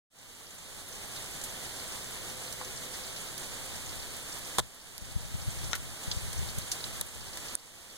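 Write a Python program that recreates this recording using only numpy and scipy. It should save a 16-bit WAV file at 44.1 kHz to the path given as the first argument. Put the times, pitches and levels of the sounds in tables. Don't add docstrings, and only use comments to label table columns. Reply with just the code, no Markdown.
import sys
import numpy as np
from scipy.fft import rfft, irfft, next_fast_len
from scipy.io import wavfile
from scipy.ndimage import map_coordinates

SR = 44100
rng = np.random.default_rng(int(sys.argv[2]) if len(sys.argv) > 2 else 0)


def master_out(mix):
    frames = np.transpose(np.atleast_2d(mix))
    ceiling = np.clip(frames, -1, 1)
    pcm = np.round(ceiling * 32767).astype(np.int16)
    wavfile.write(sys.argv[1], SR, pcm)


N = 351477
MIC_ON_S, TOP_HZ = 0.1, 15900
LEAD_SAMPLES = SR // 100

# freq_hz, left_minus_right_db
HAIL_BALANCE = [(200, 1.5), (600, .5), (3500, 0), (5500, -2.3), (8000, -5.3), (11000, -7.2), (15000, -6.6)]
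# freq_hz, width_hz, gain_db
CASE_MODES = [(160, 86, -2), (557, 160, 4.5), (965, 180, 5), (1450, 340, 2), (3570, 610, 0.5),
              (8200, 2460, -3.5)]


def shower(far_db=-42.5, near_db=-46, flutter_db=0.93, flutter_per_s=25):
    # freq_hz, gain_db
    spectrum = [(30, 4.5), (130, 2), (330, -1.5), (600, 0), (1100, -2.5), (2000, -2.5), (3600, -1),
                (5400, -4.5), (7000, -2.5), (9300, -3), (12000, -8.5), (15500, -15.5)]
    far = amp(far_db) * unit(rng.standard_normal((2, N)))
    near = amp(near_db) * impacts(rate_per_s=2600, spread_db=3)
    fall = far + near
    colour = lambda hz: amp(along(spectrum, hz)) * panned(along(HAIL_BALANCE, hz))
    hiss = unit(filtered(widened(fall), colour)) * np.std(fall)
    return hiss * amp(flutter_db * wobble(flutter_per_s))


def impacts(rate_per_s, spread_db):
    hit = rng.random((2, N)) < rate_per_s / SR
    size = amp(spread_db * np.clip(rng.standard_normal((2, N)), -2, 2))
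    return unit(hit * size * rng.choice([-1, 1], (2, N)))


def crack(pitch_hz, width_oct, t60_s, skirt_db=-25, rolloff_hz=12500):
    band = lambda hz: np.exp(-(np.log2((hz + 1) / pitch_hz) / width_oct) ** 2 / 2) + amp(skirt_db)
    mic_rolloff = lambda hz: (hz < TOP_HZ) / np.hypot(1, (hz / rolloff_hz) ** 4)
    return widened(filtered(burst(t60_s), lambda hz: band(hz) * mic_rolloff(hz)))


def skitter(peak_db=-35.5, spread_db=2.5, centre_hz=7000, width_oct=0.23, t60_s=0.063, count=130):
    track = np.zeros((2, N))
    variations = rng.uniform(-1, 1, (count, 3))
    starts_s = rng.uniform(MIC_ON_S, N / SR, count)
    for start_s, (size, pitch, life) in zip(starts_s, variations):
        tick = crack(centre_hz * 2 ** (0.7 * pitch), width_oct, t60_s * 2 ** (0.2 * life))
        add(track, start_s, tick * panned(-1.0), peak_db + spread_db * size)
    return track


def close_pellets(pan_scale=0.84):
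    # start_s, peak_db, pitch_hz, width_oct, t60_s
    pellets = [ (1.173, -32, 4000, .12, .07), (1.414, -26, 7000, 0.44, .04),
               (1.438, -23, 8750, 0.63, 0.085), (2.525, -25, 9500, 1.2, 0.055),
               (2.613, -27.5, 980, 0.78, .05), (3.379, -25, 9400, 1.3, 0.035),
               (4.167, -26, 9500, 0.56, .02), (5.7521, -16, 6500, 3.7, 0.065),
               (6.114, -18, 4220, 0.43, .05), (6.33, -23.5, 4200, 1.6, 0.028),
               (6.391, -27, 8000, 1.1, .015), (6.585, -21.5, 11000, 1.1, 0.027),
               (6.716, -16.5, 5700, 0.79, 0.064), (6.841, -21.5, 4100, 0.32, 0.025),
               (7.3726, -24, 3500, 2.7, 0.029), (7.4845, -27.5, 4300, 0.57, 0.05), ]
    track = np.zeros((2, N))
    for start_s, peak_db, pitch_hz, width_oct, t60_s in pellets:
        pan = panned(pan_scale * along(HAIL_BALANCE, pitch_hz))
        add(track, start_s, crack(pitch_hz, width_oct, t60_s) * pan, peak_db)
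    return track


def camera_strikes(snap_hz=8340, snap_t60_s=0.00192, ring_t60_s=0.017):
    # start_s, snap_peak_db, snap_width_oct, ring_db, left_minus_right_db
    strikes = [ (4.9804, -12, 1.1, -30, -6), (7.0120, -5.2, .5, -16, 2), (7.5534, .8, .33, -24, -2), ]
    track = np.zeros((2, N))
    for start_s, snap_db, width_oct, ring_db, balance_db in strikes:
        pan = panned(balance_db)
        add(track, start_s, crack(snap_hz, width_oct, snap_t60_s) * pan, snap_db)
        track += knock([(start_s + snap_t60_s / 2, ring_db, ring_t60_s)], CASE_MODES) * pan
    return track


def bump(thud_db=-18, thud_t60_s=0.19):
    # start_s, peak_db, t60_s
    contacts = [ (4.5843, 1, .03), (4.5878, -9, 0.053), (4.5932, -0.5, 0.018), (4.5978, -9, 0.012),
                (4.6003, -6, 0.0041), ]
    age_s = np.arange(N) / SR - contacts[0][0]
    rattle = knock(contacts, CASE_MODES)
    thud = rumble() * (age_s >= 0) * amp(thud_db - 60 * np.abs(age_s) / thud_t60_s)
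    return rattle + thud


def clack(balance_db=4):
    # start_s, level_db, t60_s
    contacts = [ (5.7321, -7.5, .0012), (5.7335, -18, 0.025), (5.7385, -23, 0.099), ]
    # freq_hz, width_hz, gain_db
    modes = [(960, 1500, -6.5), (1460, 65, 11), (1500, 380, 2.5), (2300, 1400, 1.5), (3960, 330, -0.5),
             (5660, 790, -9.5)]
    return knock(contacts, modes) * panned(balance_db)


def knock(contacts, modes):
    def body(hz):
        response = 0
        for k, (mode_hz, width_hz, gain_db) in enumerate(modes):
            damping = 1j * hz * width_hz
            response += (-1) ** k * amp(gain_db) * damping / (mode_hz ** 2 - hz ** 2 + damping)
        return response * (hz < TOP_HZ)

    track = np.zeros((2, N))
    for start_s, peak_db, t60_s in contacts:
        add(track, start_s, widened(filtered(burst(t60_s), body)), peak_db)
    return track


def wind(breeze_db=-62.5, lumps_db=3, lumps_per_s=18, eddy_width_s=0.0056):
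    # start_s, length_s, level_db
    gusts = [(3.66, 0.38, -54), (5.035, 0.85, -40.5), (6.13, 0.45, -41), (6.874, .45, -47.5)]
    # centre_s, level_db
    puffs = [(5.026, -26), (5.167, -20.5), (5.352, -22.5), (5.482, -22), (6.084, -29), (6.172, -28),
             (6.394, -32), (6.582, -24.5)]
    flow = amp(breeze_db)
    for start_s, length_s, level_db in gusts:
        flow = flow + amp(level_db) * held(start_s, length_s, attack_s=0.11, release_s=0.095)
    eddies = sum(amp(level_db) * swell(centre_s, eddy_width_s) for centre_s, level_db in puffs)
    return rumble() * np.hypot(flow * amp(lumps_db * wobble(lumps_per_s)), eddies)


def rumble(common_db=-15):
    # freq_hz, gain_db
    spectrum = [(15, -41), (30, -4.5), (58, 1.5), (100, 0), (150, -4.5), (300, -33), (900, -56)]
    common, opposed = unit(filtered(rng.standard_normal((2, N)), lambda hz: amp(along(spectrum, hz))))
    return (amp(common_db) * common + np.array([opposed, -opposed])) * panned(2.7)


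def hum(pitch_hz=127.3, width_hz=4, level_db=-56):
    # order, gain_db
    harmonics = [(1, -2), (3, -6), (4, -0.5)]
    lines = lambda hz: sum(amp(db) / (1 + ((hz - k * pitch_hz) / width_hz) ** 2) for k, db in harmonics)
    tone = unit(widened(filtered(rng.standard_normal((2, N)), lines)))
    return tone * amp(level_db) * swell(centre_s=2.56, width_s=0.95) * panned(2.3)


def widened(pair, comb_hz=2628):
    # freq_hz, correlation_swing
    depth = [(1300, 0.78), (2650, 1.16), (4000, 0.48), (5200, 0.8), (6700, 0.45), (11000, 0.2), (15000, 0)]
    # freq_hz, added_correlation
    bass_alike = [(80, 0.41), (300, 1.11), (600, 0.76), (1250, 0.048)]

    def mid_side_gains(hz):
        correlation = along(bass_alike, hz) - along(depth, hz) * np.cos(2 * np.pi * hz / comb_hz)
        angle_rad = np.arccos(np.clip(correlation, -0.998, 0.998)) / 2
        return np.array([np.cos(angle_rad), np.sin(angle_rad)])

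    mid, side = filtered(pair, mid_side_gains)
    return np.array([mid + side, mid - side])


def limiter(x, ceiling_db=-10.5, recovery_db_per_s=10.5, initial_cut_db=11.5):
    climb_db = recovery_db_per_s * (np.arange(N) / SR - MIC_ON_S)
    excess_db = 20 * np.log10(np.abs(x).max(axis=0) + 1e-9) - ceiling_db
    cut_db = np.maximum(np.maximum.accumulate(excess_db + climb_db), initial_cut_db) - climb_db
    return x * amp(-np.maximum(cut_db, 0))


def burst(t60_s):
    t = np.arange(-LEAD_SAMPLES, SR // 8) / SR
    return rng.standard_normal((2, len(t))) * (t >= 0) * amp(-60 * np.abs(t) / t60_s)


def add(track, start_s, sound, peak_db):
    part = track[:, round(start_s * SR) - LEAD_SAMPLES:][:, :sound.shape[1]]
    part += (amp(peak_db) * sound / np.abs(sound).max())[:, :part.shape[1]]


def swell(centre_s, width_s):
    return np.exp(-((np.arange(N) / SR - centre_s) / width_s) ** 2 / 2)


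def held(start_s, length_s, attack_s, release_s):
    t = np.arange(N) / SR - start_s
    return np.clip(np.minimum(1 + t / attack_s, 1 - (t - length_s) / release_s), 0, 1)


def wobble(knots_per_s):
    knots = rng.standard_normal(int(N * knots_per_s / SR) + 4)
    return map_coordinates(knots, [np.arange(N) * knots_per_s / SR])


def filtered(x, response):
    n = x.shape[-1]
    padded = next_fast_len(n + SR // 10)
    return irfft(rfft(x, padded) * response(np.fft.rfftfreq(padded, 1 / SR)), padded)[..., :n]


def panned(balance_db):
    gains = amp(np.array([balance_db, -balance_db]) / 2).reshape(2, -1)
    return gains / np.sqrt(np.mean(gains ** 2, axis=0))


def along(points, hz):
    freqs_hz, values = np.transpose(points)
    return np.interp(np.log(hz + 1), np.log(freqs_hz + 1), values)


def amp(db):
    return 10 ** (np.asarray(db) / 20)


def unit(x):
    return x / np.sqrt(np.mean(x ** 2) + 1e-20)


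def scene():
    hail = shower() + skitter() + close_pellets() + camera_strikes()
    return hail + clack() + bump() + wind() + hum()


def record(dry, fade_s=0.12):
    fade = np.clip((np.arange(N) / SR - MIC_ON_S) / fade_s, 0, 1)
    return filtered(limiter(dry) * fade, lambda hz: hz < TOP_HZ)


dry = scene()
out = record(dry)
master_out(out)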